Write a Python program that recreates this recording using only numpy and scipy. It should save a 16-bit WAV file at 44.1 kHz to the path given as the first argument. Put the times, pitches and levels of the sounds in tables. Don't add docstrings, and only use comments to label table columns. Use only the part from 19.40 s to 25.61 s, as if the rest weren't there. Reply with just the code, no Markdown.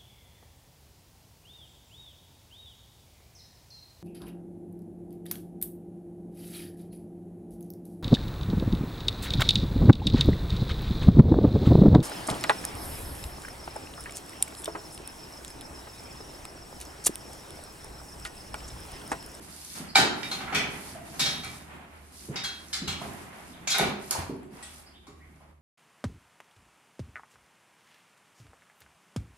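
import sys
import numpy as np
from scipy import signal
from scipy.fft import rfft, irfft, next_fast_len
from scipy.io import wavfile

SR = 44100
rng = np.random.default_rng(int(sys.argv[2]) if len(sys.argv) > 2 else 0)


def persist_wave(psi):
    counts = np.round(np.clip(psi, -1, 1) * 32767).astype(np.int16)
    wavfile.write(sys.argv[1], SR, np.atleast_2d(counts).T)


N = 273861
TIME = np.arange(N) / SR
RING_TIME = TIME[:SR * 2 // 3]

# start_s, strength_db, weight_db (extra bass), hardness_db (extra treble), part_hz
CLANKS = [(0.352, -54, 5.5, 11.5, 1330), (0.55, -31, -1.5, -7, 3000), (0.556, -24, 7.5, 0, 1465),
          (0.578, -39, 13, 8, 1572), (0.831, -44, -16.5, -6, 2337), (0.915, -40.5, 8, -0.5, 4100),
          (1.005, -40, 4.5, -13, 1470), (1.124, -36, 10, -14, 1430), (1.147, -30, -6, -6.5, 2210),
          (1.794, -39, 4.5, 8, 4000), (1.801, -30, -5.5, -3, 5160), (1.858, -34, 2.5, -3.5, 5560),
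          (2.035, -47.5, 10.5, 0.5, 2330), (2.958, -36.5, -1, -11.5, 5170), (3.038, -39.5, -1, 2.5, 1470),
          (3.330, -36.5, -3.5, 3.5, 4110), (3.476, -38.5, 4, 1, 2910), (4.274, -32.5, -6, -4.5, 6700),
          (4.302, -38, -3.5, 8.5, 4980), (4.317, -34.5, -1.5, -2, 3680), (4.344, -35.5, 8, -3, 2400),
          (4.384, -29.5, 5.5, -9, 10400), (4.396, -37, 13.5, -16.5, 3880), (4.71, -40, 8, -0.5, 674),
          (5.226, -52, 1, 3, 3200), (5.668, -62, 10, 4, 1100)]
# frequency_hz, level_db
STEEL_SPECTRUM = [(60, -47.5), (200, -25.5), (520, -18.5), (850, -13), (2100, -2), (4300, 0.5), (6000, 0),
                  (9500, -7), (14000, -10.5)]
# frequency_hz, share
WEIGHT_SHARE = [(850, 1), (2100, 0)]
# frequency_hz, share
HARDNESS_SHARE = [(2100, 0), (4300, .35), (9500, 1)]
# strength_db, t60_s
RATTLE_DECAY = [(-59, 0.042), (-52, 0.098), (-19.5, 0.15)]
# pitch_hz, level_db, t60_s
TUBE_MODES = [(409, -8, 0.82), (773, 2.5, 0.47), (803, -0.5, .35), (878, -5, 0.06), (1270, 2, 0.33),
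              (1452, -1.5, 0.5), (1495, 4, 0.17), (2170, 2, 0.25), (2337, -1.5, 0.6), (3580, -8, 0.37),
              (3812, -13.5, 0.25), (4340, -6, 0.49), (4912, -11, 0.49)]
# frequency_hz, left_minus_right_db
GATE_BALANCE = [(500, -1.5), (1500, 1), (2400, -1.5), (4000, 4.5), (8000, 1), (12000, -2)]
# start_s, level_db, low_hz, high_hz, t60_s, left_minus_right_db
CRACKS = [(0.556, -12.5, 620, 1310, .025, -1.5), (0.556, -5.5, 3600, 5000, 0.016, 0),
          (0.585, -14, 630, 1030, 0.012, 8.5), (0.831, -24.5, 1800, 4800, .03, -9),
          (1.076, -27, 845, 1860, 0.11, -2), (1.148, -22, 1200, 3200, 0.11, -2),
          (1.147, -25, 6000, 13300, .02, 1), (1.801, -30, 5000, 12500, 0.027, -2),
          (3.036, -36, 5500, 13000, 0.013, 1), (3.328, -25.5, 3760, 6400, 0.07, 2),
          (3.333, -39.5, 1170, 1790, 0.35, -6), (3.613, -28.5, 560, 1080, 0.072, -0.5),
          (4.273, -22.5, 720, 5230, 0.04, -3), (4.383, -16.5, 6500, 13000, 0.015, -4),
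          (4.396, -15.5, 437, 970, 0.015, 6), (4.394, -18, 3570, 4200, 0.022, 2),
          (4.709, -9.5, 4230, 11700, 0.026, -1.5), (4.716, -32, 635, 1520, 0.14, -10),
          (4.748, -25, 617, 1050, 0.076, 10), (6.004, -47.5, 492, 1120, 0.25, 1)]
PART_MODES = {"two-tone": [(3282, 0, 0.52), (4177, 1.5, 0.38)], "pure": [(3759, -1, 0.65), (3615, -14, .8),
              (5219, -15, .4)], "hook": [(2335, 0, 0.2)], "bolt": [(4890, 0, .2), (6850, -2, .18),
              (5700, -2, .16)], "bar": [(1440, 0, .25)], "staple": [(4183, 0, .3), (3282, -10, .3)],
              "post": [(775, 0, .35), (2315, 2, .22), (4183, -5, .2), (4290, -4, .5), (4915, -11, .55)],
              "latch": [(1717, -13, .37), (3085, -10, .18), (3960, -4, .14), (4070, 0, .18),
              (4533, -13, .38), (5227, -4, .18)], "shackle": [(4285, -8, .6), (5620, 0, .18),
              (6928, -1, .26), (11080, -4, .14), (11430, -6, .25)], "pin": [(1922, -2, .3), (7720, -2, .25),
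              (8010, -2, .2), (8161, 0, .33), (9426, -3, .35), (9560, -3, .2)]}
# start_s, part_name, level_db, free_swing_s
CHAIN_AND_LATCH_CLINKS_AGAINST_THE_GATE = [(0.554, "hook", -16, 0.034), (0.556, "post", -26, .25),
                                           (0.831, "pure", -37.5, .2), (0.831, "hook", -35.5, .05),
                                           (0.913, "staple", -31.5, 0.08), (1.801, "pure", -25, 0.45),
                                           (1.801, "two-tone", -49, 0.053), (1.857, "two-tone", -32, 0.18),
                                           (2.032, "two-tone", -46, 0.12), (2.048, "hook", -40.5, .06),
                                           (2.964, "pure", -35.5, 0.29), (3.04, "pure", -39.5, .14),
                                           (3.045, "two-tone", -33.5, 0.2), (3.329, "latch", -30, 0.092),
                                           (3.482, "two-tone", -36.5, .16), (4.275, "hook", -33, .09),
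                                           (4.275, "bolt", -39, .03), (4.303, "bolt", -32, .06),
                                           (4.312, "two-tone", -30, 0.03), (4.335, "pure", -29, 0.082),
                                           (4.343, "bar", -29, 0.04), (4.71, "shackle", -39.5, .2),
                                           (5.226, "pin", -48.5, .12)]
# start_s, level_db, pitch_hz, t60_s
THUDS = [(0.0, -48.5, 300, 0.14), (0.399, -36.5, 176, 0.14), (0.583, -29.5, 295, 0.43),
         (0.592, -33, 186, 0.2), (1.140, -42.5, 300, 0.99), (1.223, -43, 245, 0.13), (1.524, -45, 86, 0.14),
         (1.811, -40, 159, 0.4), (1.874, -35.5, 153, 0.12), (2.046, -45, 115, 0.28),
         (2.882, -37.5, 290, 0.13), (2.897, -30, 191, 0.12), (3.418, -35.5, 205, 0.29),
         (3.480, -39.5, 80.4, 0.17), (3.615, -44, 218, 0.5), (4.396, -32.5, 216, 0.38),
         (4.402, -32.5, 385, 0.34), (4.786, -31.5, 86, 0.091), (4.894, -34, 265, 0.28),
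         (5.119, -47, 253, 0.18), (5.678, -54, 270, 0.3)]
# centre_hz, width_hz, level_db
PEN_RESONANCES = [(76, 26.6, 2.5), (167, 81, 1.5), (245, 77, -4), (330, 40, -23.5), (392, 69, -5)]
# time_s, level_db
STIR = [(0.0, -52), (0.4, -60.5), (0.76, -45.5), (1.19, -41.5), (1.35, -52.5), (1.64, -47.5), (1.93, -46.5),
        (2.68, -57.5), (3.4, -52.5), (3.52, -46.5), (3.99, -50.5), (4.32, -48.5), (4.44, -63), (4.8, -42),
        (4.97, -56.5), (6.2, -64)]
# start_s, level_db, length_s, t60_s
TREADS = [(0.06, -48, 0.025, 0.21), (0.337, -45.5, 0.033, 1.5), (1.136, -33, 0.017, 0.96),
          (2.28, -51, 0.069, 1.7), (2.905, -47, 0.096, 0.61), (3.604, -42.5, 0.024, 1.3),
          (4.396, -31, 0.034, 0.55), (4.75, -42, 0.034, 0.54), (5.142, -52.5, .03, 2.06),
          (5.746, -62.5, 0.028, 0.78)]
# frequency_hz, level_db
CRUNCH_SPECTRUM = [(300, 0.5), (750, 12.5), (1300, 8.5), (2200, 6.5), (3200, -0.5), (6000, -20.5)]
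# frequency_hz, level_db
SHUFFLE_SPECTRUM = [(40, 0.5), (90, -3), (180, 4.5), (380, -1), (550, -23.5), (1200, -27)]
# start_s, length_s, end_level_db
COAT_STROKES = [(0.0, 0.0066, -41), (0.059, 0.33, -39.5), (0.74, .23, -44.5), (1.278, 0.23, -42.5),
                (1.622, 0.3, -42.5), (1.936, 0.24, -46.5), (2.452, 0.31, -57), (2.703, 0.16, -46),
                (3.09, 0.22, -50.5), (3.572, 0.11, -46.5), (3.67, 0.17, -50.5), (3.898, 0.21, -52),
                (4.578, 0.22, -44.5), (5.094, 0.23, -52), (5.297, 0.093, -50.5), (5.7, 0.32, -67.5)]
# frequency_hz, level_db
COAT_SPECTRUM = [(1500, -11), (3200, -6.5), (4800, -2), (7000, -8), (8300, -7), (9600, -2), (12000, -10),
                 (13500, 0)]
# start_s, level_db, centre_hz
STALK_SNAPS = [(2.047, -29, 9500), (2.117, -47, 5300), (2.144, -48, 10000), (4.965, -47, 10500),
               (5.032, -45, 9000), (5.205, -50, 10500), (5.398, -42, 10000)]
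# start_s, length_s, pitch_hz, level_db
SQUEAKS = [(1.548, 0.025, 673, -42), (1.605, 0.038, 664, -45.5), (1.677, 0.098, 678, -53.5)]
# start_s, length_s, start_hz, end_hz, level_db
CHIRPS = [(0.471, 0.06, 4650, 4800, -49), (4.122, 0.04, 3720, 3390, -56.5),
          (5.452, 0.041, 4300, 4820, -57.5), (5.515, 0.09, 3180, 3480, -60),
          (5.784, 0.085, 1963, 2130, -61)]
# pitch_hz, level_db
HUM_TONES = [(75, -62.5), (150.5, -71.5)]
# time_s, gain_db
HUM_SWELL = [(0, 3), (1.2, -1), (1.8, 4), (2.35, 2.5), (2.75, -6), (3.5, 4.5), (4.1, -4.5), (5.3, -3.5),
             (6.2, 4)]
# frequency_hz, level_db
AIR_SPECTRUM = [(20, -38), (45, 5.5), (70, 0.5), (110, -15), (300, -11), (1000, -43), (4000, -55.5),
                (13000, -53)]
# frequency_hz, t60_s
BARN_DECAY = [(100, 0.51), (500, 0.79), (2000, 0.58), (5000, 0.48), (12000, 0.21)]
# frequency_hz, gain_db
MIC_RESPONSE = [(30, -11), (70, 1), (5800, 0.5), (7000, 3), (10500, 3.5), (12000, 2.5), (13400, -4),
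                (14300, -38.5)]


def gate(burst_db=11, burst_t60=0.016, rattle_db=1.97, tubes_db=-13):
    contacts, rings = np.zeros(N), np.zeros((2, N))
    for start, *blow in CLANKS:
        strength, weight, hardness, _ = blow
        rattle = amp(rattle_db) * fade(np.interp(strength, *np.transpose(RATTLE_DECAY)))
        rise_s = 0.00091 * 2 ** (-min(hardness, 0) / 11)
        force = (rattle + amp(burst_db) * fade(burst_t60)) * rise(rise_s)
        response = lambda hz: amp(clank_db(hz, *blow)) * np.sqrt(SR / (2 * np.log(2) * hz))
        add(contacts, start, filtered(grains(len(RING_TIME), spread_db=3.5) * force, response))
        add(rings, start, loose_part(blow))
        tubes = sum(amp(db + min(hardness, 0) * along(HARDNESS_SHARE, hz)) * mode(hz, t60)
                    for hz, db, t60 in TUBE_MODES)
        add(rings, start, amp(tubes_db + strength + weight) * tubes)
    sound = barn(contacts, wet_db=10, build_s=0.0008) + rings
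    return filtered(sound, lambda hz: amp(np.outer([.5, -.5], along(GATE_BALANCE, hz))))


def clank_db(hz, strength, weight, hardness, part_hz, part_db=7, part_width=0.16):
    tilt = weight * along(WEIGHT_SHARE, hz) + hardness * along(HARDNESS_SHARE, hz)
    resonance = part_db / (1 + (np.log(hz / part_hz) / part_width) ** 2)
    return strength + along(STEEL_SPECTRUM, hz) + tilt + resonance


def loose_part(blow, overtone_db=-12, note_db=-10, t60=.18):
    part_hz = blow[-1]
    overtones = np.exp(rng.uniform(np.log(3000), np.log(13000), 12))
    ring = sum(amp(overtone_db + clank_db(hz, *blow)) * mode(hz, t60) for hz in overtones)
    return ring + amp(note_db + clank_db(part_hz, *blow)) * mode(part_hz, t60)


def mode(hz, t60):
    phase = rng.uniform(0, 2 * np.pi) + np.array([[0], [np.pi / 3]])
    return np.sin(2 * np.pi * hz * RING_TIME + phase) * fade(t60) * rise(0.00057)


def cracks():
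    out = np.zeros((2, N))
    for start, db, low_hz, high_hz, t60, pan_db in CRACKS:
        band = signal.butter(3, [low_hz, high_hz], "bandpass", fs=SR, output="sos")
        noise = rng.standard_normal(len(RING_TIME)) * fade(t60) * rise(0.000094)
        burst = signal.sosfilt(band, noise + 1e-18)
        gains = amp(db + np.array([[.5], [-.5]]) * pan_db)
        add(out, start, gains * burst / np.abs(burst).max())
    return barn(out, wet_db=-2, build_s=0.0042)


def chain(gain_db=0.5, beat_hz=13, twin_db=-17, muffle_t60=0.17):
    out = np.zeros((2, N))
    for start, part, strength, free_s in CHAIN_AND_LATCH_CLINKS_AGAINST_THE_GATE:
        muffle = amp(-60 * np.maximum(RING_TIME - free_s, 0) / muffle_t60)
        for hz, db, t60 in PART_MODES[part]:
            ring = mode(hz, t60) + amp(twin_db) * mode(hz + beat_hz, t60)
            add(out, start, amp(strength + db + gain_db) * ring * muffle)
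    return out * amp(np.array([wander(40), wander(46)]))


def boom(hz, floor_db=-13.5):
    peaks = sum(amp(db) ** 2 / (1 + (2 * (hz - centre) / width) ** 4)
                for centre, width, db in PEN_RESONANCES)
    return np.sqrt(amp(floor_db) ** 2 + peaks)


def thuds(gain_db=4.5, swing_db=2):
    out = np.zeros(N)
    # frequency_ratio, level_db
    shape = [(1 / 8, -34), (1 / 3, -14), (1, 0), (1.6, -2), (2.4, -10), (8, -35), (30, -65)]
    for start, db, pitch_hz, t60 in THUDS:
        noise = rng.standard_normal(len(RING_TIME))
        body = filtered(noise, lambda hz: boom(hz) * amp(along(shape, hz / pitch_hz)))
        push = fade(t60) * rise(0.0056)
        body = unit(body * push) * np.sqrt(np.mean(push ** 2))
        swing = np.sqrt(2) * np.sin(2 * np.pi * pitch_hz * RING_TIME) * push * fade(0.14)
        add(out, start, amp(db + gain_db) * (body + amp(swing_db) * swing))
    return out


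def straw(stir_db=-2, deep_tread_db=-4.5, attack_s=0.034):
    stir = amp(stir_db + np.interp(TIME, *np.transpose(STIR)))
    steps = [amp(db) * gesture(start, attack_s, length, t60) for start, db, length, t60 in TREADS]
    treads = np.linalg.norm(steps, axis=0)
    top, deep = np.hypot(stir, treads), np.hypot(stir, amp(deep_tread_db) * treads)
    crunch = rustle(CRUNCH_SPECTRUM, top, grain_db=2.5, flicker_db=2.1)
    shuffle = rustle(SHUFFLE_SPECTRUM, deep, grain_db=1, flicker_db=2)
    return crunch + shuffle


def coat(attack_s=0.046, t60=0.41, grow_db_per_s=23.5, rest_db=-74.5):
    strokes = [amp(db) * gesture(start, attack_s, length, t60, grow_db_per_s)
               for start, length, db in COAT_STROKES]
    level = np.hypot(np.linalg.norm(strokes, axis=0), amp(rest_db))
    return rustle(COAT_SPECTRUM, level, grain_db=2, flicker_db=0.4) + crackle(level)


def rustle(spectrum, level, grain_db, flicker_db):
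    friction = diffuse(grains(N, grain_db), grains(N, grain_db))
    return unit(colour(friction, spectrum)) * level * amp(flicker_db * wander(28))


def crackle(level, ticks_per_s=120, gain_db=1.5, spread_db=3, low_hz=4500, high_hz=12000):
    out = np.zeros((2, N))
    for when, rank, pitch, pan in rng.random((int(ticks_per_s * N / SR), 4)):
        peak = level[int(when * N)] * amp(gain_db - spread_db * np.log(max(rank, .1)))
        tick = snap(low_hz * (high_hz / low_hz) ** pitch)
        sides = np.sqrt(2 * np.array([[pan], [1 - pan]]))
        add(out, when * N / SR, peak * tick * sides)
    for start, db, hz in STALK_SNAPS:
        add(out, start, amp(db) * snap(hz))
    return barn(out, wet_db=-3.5)


def snap(centre_hz, t60=0.01, octaves=0.27, size=512):
    burst = rng.standard_normal(size) * fade(t60)[:size]
    tick = filtered(burst, lambda hz: 1 / (1 + (np.log2(hz / centre_hz) / octaves) ** 2))
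    return tick / np.abs(tick).max()


def hinge():
    out = np.zeros(N)
    for start, length, hz, db in SQUEAKS:
        add(out, start, amp(db) * whistle(length, hz, hz, unsteady=0.04))
    return out


def birds():
    out = np.zeros(N)
    for start, length, start_hz, end_hz, db in CHIRPS:
        add(out, start, amp(db) * whistle(length, start_hz, end_hz, unsteady=0.11))
    return out


def whistle(length, start_hz, end_hz, unsteady):
    size = int(length * SR)
    hz = np.linspace(start_hz, end_hz, size) * (1 + unsteady * wander(600)[:size])
    return np.sin(2 * np.pi * np.cumsum(hz) / SR) * np.hanning(size) * 2


def hum(waver_db=3.7, drift_rad=0.5):
    swell_db = np.interp(TIME, *np.transpose(HUM_SWELL))
    out = np.zeros(N)
    for hz, db in HUM_TONES:
        level = np.sqrt(2) * amp(db + swell_db + waver_db * wander(5.7))
        out += level * np.sin(2 * np.pi * hz * TIME + drift_rad * wander(26))
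    return out


def air(level_db=-61):
    return amp(level_db) * unit(colour(diffuse(*rng.standard_normal((2, N))), AIR_SPECTRUM))


def barn(x, wet_db, build_s=0.0072):
    noise, tail = diffuse(*rng.standard_normal((2, len(RING_TIME)))), 0
    octaves_hz = 2. ** np.arange(6, 15)
    for centre in octaves_hz:
        band = filtered(noise, lambda hz: np.interp(np.log(hz), np.log(octaves_hz), octaves_hz == centre))
        tail = tail + band * fade(along(BARN_DECAY, centre))
    tail = unit(tail * rise(build_s)) / np.sqrt(len(RING_TIME))
    x = np.broadcast_to(x, (2, N))
    direct = np.array([np.roll(x[0], 3), x[1]])
    wash = signal.fftconvolve(x, tail, axes=1)[:, :N]
    return (direct + amp(wet_db) * wash) / np.hypot(1, amp(wet_db))


def diffuse(mid, side, apart_hz=430):
    share = lambda hz: .5 * (hz ** 2 + (apart_hz / 5) ** 2) / (hz ** 2 + apart_hz ** 2)
    mid = filtered(mid, lambda hz: np.sqrt(1 - share(hz)))
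    side = filtered(side, lambda hz: np.sqrt(share(hz)))
    return np.array([mid + side, mid - side])


def gesture(start, attack_s, length, t60, grow_db_per_s=0):
    past_end = TIME - start - length
    db = grow_db_per_s * np.minimum(past_end, 0) - 60 * np.maximum(past_end, 0) / t60
    return np.clip((TIME - start) / attack_s, 0, 1) * amp(db)


def grains(size, spread_db):
    return unit(rng.standard_normal(size) * amp(spread_db * np.minimum(rng.exponential(size=size), 7)))


def wander(rate_hz):
    knots = rng.standard_normal(int(N / SR * rate_hz) + 2)
    return np.interp(TIME * rate_hz, np.arange(len(knots)), knots)


def rise(rise_s):
    return 1 - np.exp(-RING_TIME / rise_s)


def fade(t60):
    return np.exp(-np.log(1000) * RING_TIME / t60)


def amp(db):
    return 10 ** (np.asarray(db) / 20)


def unit(x):
    return x / np.sqrt(np.mean(x ** 2))


def add(track, start_s, sound):
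    start = int(start_s * SR)
    track[..., start:start + sound.shape[-1]] += sound[..., :N - start]


def along(points, hz):
    frequencies, values = np.transpose(points)
    return np.interp(np.log(hz), np.log(frequencies), values)


def filtered(x, response):
    size = next_fast_len(x.shape[-1] + 2048)
    hz = np.maximum(np.arange(size // 2 + 1) * SR / size, 1)
    return irfft(rfft(x, size) * response(hz), size)[..., :x.shape[-1]]


def colour(x, points):
    return filtered(x, lambda hz: amp(along(points, hz)))


def scene(hush_s=6.1, hush_db_per_s=83, lean_db=.75):
    hush = amp(-hush_db_per_s * np.maximum(TIME - hush_s, 0))
    background = (straw() + coat() + air()) * hush + hum()
    pen = gate() + cracks() + chain() + barn(thuds(), wet_db=-5)
    faint_notes = barn(hinge() + birds(), wet_db=-1)
    return (pen + faint_notes + background) * amp([[-lean_db], [lean_db]])


def record(dry, ceiling=.95, top_hz=15700):
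    sound = ceiling * np.tanh(colour(dry, MIC_RESPONSE) / ceiling)
    return signal.sosfilt(signal.ellip(8, .2, 70, top_hz, fs=SR, output="sos"), sound)


dry = scene()
out = record(dry)
persist_wave(out)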